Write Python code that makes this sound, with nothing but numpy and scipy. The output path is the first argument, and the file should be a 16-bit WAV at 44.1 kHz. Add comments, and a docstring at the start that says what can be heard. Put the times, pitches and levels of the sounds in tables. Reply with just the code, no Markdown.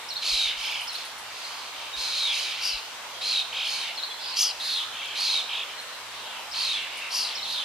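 """A walled yard where small birds squabble: hoarse sinking screeches, wide warbling rasps, low churrs, shrill trills.
Each call is a frequency-modulated whistle with band noise for hoarseness and a low voice rattling under it.
Clean whistles and peeps are gliding sines; so are thin squeaks, and ticks are decaying treble noise.
Sparse echoes throw the calls back off the walls. Shaped noise makes a steady outdoor hiss,
narrow bands a faint hum, and short bass bursts a few soft thumps."""
import sys
import numpy as np
from scipy import signal
from scipy.fft import rfft, irfft
from scipy.io import wavfile
from scipy.ndimage import uniform_filter1d, map_coordinates

SR = 44100
rng = np.random.default_rng(int(sys.argv[2]) if len(sys.argv) > 2 else 0)


def transcribe(signal):
    """Save signal, clipped to [-1, 1], as a 16-bit WAV file at the path in sys.argv[1]."""
    frames = np.atleast_2d(signal).T
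    limited = np.clip(frames, -1, 1)
    pcm = np.round(limited * 32767).astype(np.int16)
    wavfile.write(sys.argv[1], SR, pcm)


N = 336924

# low voice of trills and rasps: flick height (share of its pitch), flicks per beat, level between flicks (dB)
TWIN_RATTLE = dict(flick_share=.2, flicks=2, rest_db=1)


def gain_of(db):
    """Decibels to gain."""
    return 10 ** (np.asarray(db) / 20)


def evened(x):
    """Scales to rms 1."""
    return x / np.sqrt(np.mean(x ** 2) + 1e-20)


def read(points, hz):
    """Interpolates a (Hz, value) table on a log-frequency axis."""
    f, value = np.transpose(points)
    return np.interp(np.log(hz + 1), np.log(f + 1), value)


def add(mix, start_s, sound):
    """Adds a sound into the mix at start_s, cut at the end of the mix."""
    part = mix[max(round(start_s * SR), 0):][:len(sound)]
    part += sound[:len(part)]


def noise(size, spectrum, tilt_db):
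    """Noise of rms 1 with a (Hz, dB) spectrum, tilted by tilt_db an octave above 3 kHz."""
    hz = np.fft.rfftfreq(size, 1 / SR)
    shape_db = read(spectrum, hz) + tilt_db * np.log2(np.maximum(hz / 3000, 1))
    return evened(irfft(rfft(rng.standard_normal(size)) * gain_of(shape_db), size))


def band(size, hz, width_hz):
    """Noise of rms 1 in one bell-shaped band; at 0 Hz, a slow random drift."""
    bell = np.exp(-.5 * ((np.fft.rfftfreq(size, 1 / SR) - hz) / width_hz) ** 2)
    return evened(irfft(rfft(rng.standard_normal(size)) * bell, size))


def glide(hz, envelope):
    """A pure tone along a pitch curve."""
    return np.sqrt(2) * envelope * np.sin(2 * np.pi * np.cumsum(hz) / SR)


def air(level_db=-38.5, patchy_db=1.45):
    """Distant outdoor hiss, partly alike left and right and drifting a little, with a wavering low hum."""
    # Hiss spectrum. Each row: frequency in Hz, relative level in dB per Hz.
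    hiss_spectrum = [(15, -64), (25, -54), (48, -20.5), (113, -23.5), (136, -25), (322, -16.5), (359, -17),
                     (399, -13.5), (631, -7.5), (782, -5), (895, -1.5), (1750, -6.5), (3530, -5.5),
                     (8130, -17), (15500, -28)]
    # Stereo likeness of the hiss. Each row: frequency in Hz, left-right correlation.
    hiss_likeness = [(60, 0.96), (130, 0.93), (290, 0.78), (640, 0.7), (1410, 0.64), (3100, 0.19),
                     (6820, -0.099), (15000, 0.2)]
    # Stereo lean of the hiss. Each row: frequency in Hz, left over right in dB.
    hiss_balance = [(60, -9), (110, -3), (200, -6), (380, -2), (700, -3), (1290, -1.0), (2380, -0.5),
                    (4400, 0.5), (8120, 0.5), (15000, -1.5)]
    # Hum bands. Each row: frequency in Hz, starting level in dB before the stereo lean, swell in dB per second.
    hum_bands = [(55.5, -80, 0.5), (110.73, -72.5, 0), (232.6, -79.5, 1.5)]
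    frames, hz = N // 512 + 5, np.fft.rfftfreq(2048, 1 / SR)
    a, b, c, d, patches = rng.standard_normal((5, frames, len(hz)))
    patches = uniform_filter1d(uniform_filter1d(patches, size=10, axis=0), size=16, axis=1)
    patches = evened(patches)
    same = read(hiss_likeness, hz)
    left = a + 1j * b
    right = same * left + np.sqrt(1 - same ** 2) * (c + 1j * d)
    lean_db = np.array([.5, -.5])[:, None, None] * read(hiss_balance, hz)
    frame_db = read(hiss_spectrum, hz) + lean_db + patchy_db * patches
    z = np.array([left, right]) * gain_of(frame_db)
    hiss = evened(signal.istft(z.transpose(0, 2, 1), nperseg=2048, noverlap=1536)[1][:, :N])
    t = np.arange(N) / SR
    hum = sum(gain_of(db + swell * t) * band(N, f, 2.7) for f, db, swell in hum_bands)
    return gain_of(level_db) * hiss + hum * gain_of([[1], [-2]])


def whistles(opening_s=.022, direct_db=-7.5, wet_db=-5):
    """Pure tones: two-part whistles, each bent a little differently, and level peeps; direct and reflected."""
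    # High arch dropping onto a sinking note, a very short gap, then a lower note that climbs to a flick and falls.
    # Each row: time from the start in seconds, pitch in Hz, relative level in dB.
    tune = [(0, 4250, -8), (.007, 5150, -2), (.016, 5650, -3), (.023, 4450, -1), (.032, 4100, 0),
            (.05, 3850, -7), (.064, 3500, -20), (.075, 3700, -3), (.086, 4250, 5), (.09, 4600, 0),
            (.095, 3750, -3), (.108, 3400, -6)]
    # Two-part whistles. Each row: start in seconds, relative level in dB, extra level of the opening arch in dB.
    whistle_events = [(0.082, -30, -4.5), (.868, -33, 2), (3.951, -29, -13), (6.509, -32.5, 1.5),
                      (7.347, -30, 1)]
    # Peeps. Each row: start in seconds, length in seconds, pitch in Hz, relative level in dB.
    peep_events = [(1.442, 0.02, 4250, -31), (1.923, 0.041, 3795, -35), (3.063, 0.22, 4670, -43),
                   (3.148, 0.016, 3235, -36), (3.972, .025, 3350, -37), (4.098, 0.035, 3410, -33.5),
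                   (4.231, .042, 3430, -38), (5.775, 0.037, 4178, -36)]
    out = np.zeros(N)
    at_s, tune_hz, tune_db = np.transpose(tune)
    t = np.arange(0, at_s[-1], 1 / SR)
    size = len(t)
    for start_s, db, opening_db in whistle_events:
        bend = 1 + .008 * band(size, 0, 320) + .012 * band(size, 0, 25)
        hz = np.interp(t, at_s, tune_hz) * bend
        opening = np.exp(-(t / opening_s) ** 6)
        swell_db = np.interp(t, at_s, tune_db) + opening_db * opening + 2.5 * band(size, 0, 110)
        add(out, start_s, glide(hz, gain_of(db + swell_db) * signal.windows.tukey(size, .08)))
    for start_s, length_s, hz, db in peep_events:
        size = int(length_s * SR)
        wavering_hz = hz * (1 + .0044 * band(size, 0, 120))
        add(out, start_s, glide(wavering_hz, gain_of(db) * signal.windows.tukey(size, .7)))
    return out * gain_of([[direct_db], [wet_db]])


def squeaks(length_s=.015, start_hz=13820, fall_share=.13, level_db=-46.5):
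    """Very thin falling sine glides, all alike, high in the treble."""
    # Start of each squeak in seconds.
    squeak_starts = [.134, .655, .712, .835, .952]
    out = np.zeros(N)
    age = np.linspace(0, 1, int(length_s * SR))
    for start_s in squeak_starts:
        add(out, start_s, glide(start_hz * (1 - fall_share * age), gain_of(level_db) * np.sin(np.pi * age)))
    return out


def rattle(turns, rest_hz, flick_share, flicks, rest_db, flick_width_beats=.25):
    """The low voice of the syrinx: unsteady at rest, it flicks up to a cleaner note once or twice a beat."""
    cycles = flicks * turns + (flicks - 1) / 2
    off_flick = abs((cycles + .5) % 1 - .5) / (flicks * flick_width_beats)
    flick = np.cos(np.pi / 2 * np.minimum(off_flick, 1)) ** 2
    size = len(turns)
    waver = .048 * (1 - .85 * flick) * band(size, 0, 220) + .02 * band(size, 0, 15)
    return evened(glide(rest_hz * (1 + flick_share * flick + waver), gain_of(rest_db * (1 - flick))))


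def call(row, low_voice, dip, half_dip, follow, beat_db, offbeat_db, edge, rasp_rad, rasp_hz, rise_db, fade_db,
         tilt_db, waver_share, fade_power=3.0, onset_sag=.12, taper=.12):
    """A buzzing whistle that arches and sinks, swinging on and between beats, over a rattling low voice.

    dip, half_dip: pitch drop on and between beats (shares; negative lifts); edge: steepness of the drop.
    follow: how far the beat note follows the sinking pitch (share).
    """
    # Hoarse part of the voice. Each row: frequency in Hz, relative level in dB per Hz.
    throat_spectrum = [(1500, -34), (1950, -25), (2400, 2), (3000, -6.5), (3600, -0.5), (4500, 2),
                       (5250, 0), (5850, -6), (6600, -4.5), (7600, -12.5), (9500, -12), (11500, -12),
                       (13000, -27.5), (15000, -61)]
    beat_hz, arch_s = 49.34, .08  # arch_s: start to highest pitch, at most half the call
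    overtone_db, overtone_hz = -13, 6200  # level of the octave above a note of overtone_hz
    low_follow, throat_follow = .35, .35  # powers of the whistle's pitch ratio
    length_s, level_db, crest, top_hz, final_hz, hoarse_db, low_hz, low_db = row
    size = int(length_s * SR)
    age = np.linspace(0, 1, size)

    turns = np.cumsum(beat_hz * (1 + .02 * band(size, 0, 25))) / SR
    beat = np.exp(-(abs((turns + .5) % 1 - .5) / .125) ** edge)
    offbeat = np.exp(-(abs(turns % 1 - .5) / .07) ** edge)

    arch = min(arch_s / length_s, .5)
    rising = np.maximum(1 - age / arch, 0)
    sinking = np.maximum(age - arch, 0) / (1 - arch)
    contour = top_hz * (1 - onset_sag * rising ** 2) + (final_hz - top_hz) * sinking ** 1.1
    pitch_ratio = contour / top_hz
    beat_note = top_hz * (1 - dip) + follow * (contour - top_hz)
    strain = gain_of(-7 * sinking)  # the voice relaxes as the pitch sinks
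    waver = waver_share * np.sqrt(strain) * band(size, 0, 170)
    pitch = (contour + (beat_note - contour) * beat) * (1 - half_dip * offbeat + waver)

    # a second, irregular vibration shakes the tone between the beats and throws sidebands
    shake = rasp_rad * strain * (1 - beat) * band(size, rasp_hz, 180)
    phase = 2 * np.pi * np.cumsum(pitch) / SR + shake
    overtone = gain_of(overtone_db) * (pitch / overtone_hz) ** 5  # strongest on the highest notes
    tone = np.cos(phase) + overtone * np.cos(2 * phase)
    tone = evened(tone * gain_of(beat_db * beat + offbeat_db * offbeat + .64 * band(size, 0, 170)))

    # hoarseness builds up after the start, dips on and midway between beats, and sinks with the pitch
    throat_at = np.cumsum(pitch_ratio ** throat_follow)
    throat = map_coordinates(noise(size, throat_spectrum, tilt_db), [throat_at], mode="wrap")
    hoarse = evened((1 - .14 * beat - .24 * offbeat) * strain * (1 - .27 * rising ** 2) * throat)
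    low = rattle(turns, low_hz * pitch_ratio ** low_follow, **low_voice)

    before = np.maximum(1 - age / crest, 0)
    after = np.maximum((age - crest) / (1 - crest), 0)
    swell_db = -rise_db * before ** 1.88 - fade_db * after ** fade_power
    high = gain_of(swell_db) * evened(tone + gain_of(hoarse_db) * hoarse)
    # the low voice holds its level more evenly than the high one
    voices = high + gain_of(low_db + .31 * swell_db) * low
    return gain_of(level_db) * voices / np.hypot(1, gain_of(low_db)) * signal.windows.tukey(size, taper)


def series(events, far_db, far_spread_db, **voice):
    """Calls of one kind, direct and by the walls: fainter ones are farther off, so more goes by the walls."""
    direct, reflected = np.zeros((2, N))
    for start_s, *row in events:
        level_db = row[1]
        # reflected share of the power: 0.4 at far_db, two thirds at most
        share = 1 / (1.5 + np.exp((level_db - far_db) / far_spread_db))
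        sound = call(row, **voice)
        add(direct, start_s, np.sqrt(1 - share) * sound)
        add(reflected, start_s, np.sqrt(share) * sound)
    return np.array([direct, reflected])


def screeches():
    """Hoarse sinking calls whose pitch jumps up, and whose level drops, on and between the beats."""
    # Each row: start in seconds, length in seconds, level at the crest in dB, crest as a share of the length,
    # highest contour pitch in Hz, final contour pitch in Hz, hoarseness in dB,
    # resting pitch of the low voice in Hz, level of the low voice in dB.
    screech_events = [ (.209, 0.32, -24, 0.5, 4158, 3470, -4.5, 2496, -10.5),
                      (.555, 0.3, -35, 0.24, 5120, 4540, 4, 2400, -0.5),
                      (.92, 0.15, -39.5, 0.13, 4235, 3580, 1.5, 2660, -3),
                      (1.29, 0.52, -42, 0.32, 4700, 3714, 3.5, 2560, -6.5),
                      (1.95, 0.29, -30.5, 0.26, 4116, 3630, -2.5, 2480, -14),
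                      (2.108, .24, -26, 0.64, 4084, 3126, -7, 2474, -13),
                      (2.31, 0.25, -30.5, 0.15, 4044, 3460, 1, 2400, -5.5),
                      (3.205, .228, -24.5, 0.77, 4190, 3545, -7, 2520, -10.5),
                      (3.63, 0.29, -31, 0.25, 4355, 3330, -1, 2404, -7.5),
                      (5.143, 0.29, -24.5, 0.64, 4260, 3482, -5, 2532, -11.5),
                      (6.525, .3, -27, 0.44, 4364, 2950, -6.5, 2528, -10)]
    return series(
        screech_events, far_db=-31, far_spread_db=5,
        low_voice=dict(flick_share=.33, flicks=1, rest_db=-9),
        dip=-.17, half_dip=-.17, follow=1, beat_db=-15, offbeat_db=-12, edge=2, rasp_rad=.42, rasp_hz=460,
        rise_db=9, fade_db=10.5, tilt_db=.5, waver_share=.032)


def thumps():
    """Dull puffs of deep bass noise, mostly on the right."""
    # Each row: start in seconds, level in dB before the stereo lean, length in seconds.
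    thump_events = [(0.299, -41, 0.074), (0.406, -48, 0.14), (0.51, -54, 0.16), (1.945, -53, 0.086),
                    (2.276, -56, 0.04), (2.717, -52, 0.076)]
    out = np.zeros(N)
    for start_s, db, length_s in thump_events:
        size = int(length_s * SR)
        add(out, start_s, gain_of(db) * np.hanning(size) * band(SR, 42.6, 7.1)[:size])
    return out * gain_of([[-12], [2]])


def churrs():
    """Low calls with steep pitch drops, quiet on the beat, and a strong low voice."""
    # Each row: start in seconds, length in seconds, level at the crest in dB, crest as a share of the length,
    # highest contour pitch in Hz, final contour pitch in Hz, hoarseness in dB,
    # resting pitch of the low voice in Hz, level of the low voice in dB.
    churr_events = [ (.44, 0.13, -33, 0.33, 3100, 2710, -5, 2250, -8),
                    (.616, .23, -32.5, 0.13, 3595, 2913, -5, 2380, -0.5),
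                    (1.72, 0.25, -43.5, 0.29, 3105, 2550, 13, 2390, -2),
                    (2.25, 0.19, -33.5, .45, 3200, 2810, 5, 2263, -8),
                    (2.42, 0.4, -35, 0.51, 3315, 2720, 5, 2430, -10),
                    (3.51, .2, -29.5, 0.53, 3670, 3310, -4, 2423, -1),
                    (3.72, 0.21, -37.5, 0.83, 3316, 2740, -7, 2307, -7),
                    (4.912, 0.3, -35.5, 0.39, 3560, 2885, -6, 2493, 1),
                    (5.475, .185, -30.5, 0.4, 3746, 3480, -12, 2490, 1.5),
                    (5.65, 0.1, -42, .45, 3275, 3000, -13, 2420, 0),
                    (6.74, 0.15, -36.5, 0.32, 2945, 2420, -16, 2144, -3),
                    (6.88, 0.23, -36, 0.73, 2890, 2473, -1, 2190, -1),
                    (7.26, 0.16, -38.5, .5, 3300, 2800, 5, 2405, -2)]
    return series(
        churr_events, far_db=-37, far_spread_db=2.2,
        low_voice=dict(flick_share=.34, flicks=1, rest_db=-11),
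        dip=.16, half_dip=.28, follow=.25, beat_db=-9, offbeat_db=1, edge=4, rasp_rad=.5, rasp_hz=586,
        rise_db=13, fade_db=10.5, tilt_db=-8, waver_share=.0504, taper=.23)


def ticks():
    """Tiny dry bursts of treble noise that die away exponentially."""
    # Each row: start in seconds, level in dB before the stereo lean, decay time constant in seconds.
    tick_events = [(.81, -44, 0.056), (.928, -44, .03), (1.05, -45, 0.039), (1.18, -46, 0.036),
                   (5.059, -39, 0.0016), (5.206, -30, 0.0023), (5.81, -49.5, .033), (6.971, -42.5, .025)]
    out = np.zeros(N)
    for start_s, db, decay_s in tick_events:
        t = np.arange(int(4 * decay_s * SR)) / SR
        add(out, start_s, gain_of(db) * np.exp(-t / decay_s) * band(len(t), 9600, 1800))
    return out


def trills():
    """Shrill high calls, louder and lower on and between the beats."""
    # Each row: start in seconds, length in seconds, level at the crest in dB, crest as a share of the length,
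    # highest contour pitch in Hz, final contour pitch in Hz, hoarseness in dB,
    # resting pitch of the low voice in Hz, level of the low voice in dB.
    trill_events = [ (2.594, 0.22, -27.5, 0.33, 5670, 4170, -9, 2640, -10),
                    (4.351, .18, -21, 0.37, 6330, 4790, -7.5, 2815, -12.5),
                    (7.089, 0.26, -26, 0.4, 5780, 3910, -7, 2754, -14)]
    return series(
        trill_events, far_db=-31, far_spread_db=3.5, low_voice=TWIN_RATTLE,
        dip=.2, half_dip=.15, follow=.85, beat_db=8, offbeat_db=4.5, edge=2, rasp_rad=.25, rasp_hz=810,
        rise_db=13, fade_db=14, fade_power=1.26, tilt_db=6.5, waver_share=.0405, taper=.22)


def rasps():
    """Wide warbling calls, roughened by a deep irregular phase shake."""
    # Each row: start in seconds, length in seconds, level at the crest in dB, crest as a share of the length,
    # highest contour pitch in Hz, final contour pitch in Hz, hoarseness in dB,
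    # resting pitch of the low voice in Hz, level of the low voice in dB.
    rasp_events = [ (4.19, 0.22, -35, 0.48, 5010, 4220, -19, 2574, -11),
                   (4.59, 0.26, -28, 0.574, 4465, 3440, -10, 2550, -18),
                   (6.11, 0.341, -42, 0.45, 4025, 2703, -29, 2510, -8),
                   (7.44, 0.21, -30, 0.66, 4283, 3400, -12, 2550, -17)]
    return series(
        rasp_events, far_db=-29.5, far_spread_db=4.5, low_voice=TWIN_RATTLE,
        dip=.15, half_dip=.16, follow=.9, beat_db=2, offbeat_db=2, edge=2, rasp_rad=.55, rasp_hz=490,
        rise_db=6, fade_db=7, tilt_db=6, waver_share=.0503)


def yard(direct, reflected, early_db=-2, tail_db=-5, early_s=.0048, likeness=.42):
    """Direct sound, quick echoes off ground and walls, and a short diffuse tail, at two microphone ports."""
    # Tail decay. Each row: frequency in Hz, time to fall 60 dB in seconds.
    yard_decay = [(500, 0.2), (3000, 0.71), (6000, 0.52), (12000, 0.31)]
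    # Phase between the ports. Each row: frequency in Hz, lead of the right in radians.
    port_phase = [(100, 0.5), (3000, 0.02), (4600, 0.31), (6000, 0.94), (8500, 1.62), (12000, 2.05),
                  (15000, 1.4)]
    size = SR // 2
    t = np.arange(size) / SR
    hits = rng.random((3, size)) < 2500 / SR  # 2500 echoes per second
    taps = rng.standard_normal((3, size)) * hits * (t > .001)
    taps = np.sqrt(likeness) * taps[2] + np.sqrt(1 - likeness) * taps[:2]
    early = taps * np.exp(-t / early_s)
    hz, at_s, z = signal.stft(taps * (1 - np.exp(-t / .02)), SR, nperseg=256)
    decay = gain_of(-60 * at_s / read(yard_decay, hz)[:, None])
    tail = signal.istft(z * decay, SR, nperseg=256)[1][:, :size]
    echoes = (gain_of(early_db) * evened(early) + gain_of(tail_db) * evened(tail)) / np.sqrt(size)
    heard = direct + signal.fftconvolve(reflected[None], echoes, axes=1)[:, :N]
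    lead = read(port_phase, np.fft.rfftfreq(N, 1 / SR))
    return irfft(rfft(heard) * np.exp(1j * np.array([[-.5], [.5]]) * lead), N)


def scene():
    """Near and far birds in the yard, over the outdoor air."""
    birds = yard(*(screeches() + rasps() + churrs() + whistles())) * gain_of([[-.6], [.7]])
    birds += yard(*trills()) * gain_of([[.4], [-.4]])
    specks = (squeaks() + ticks()) * gain_of([[1], [-9]])  # mostly on the left
    return birds + specks + air() + thumps()


def record(dry, edge_hz=15250):
    """The recorder's band limit: a linear-phase low-pass."""
    lowpass = signal.firwin(511, edge_hz, window=("kaiser", 9), fs=SR)
    return signal.oaconvolve(dry, lowpass[None], "same")


dry = scene()
out = record(dry)
transcribe(out)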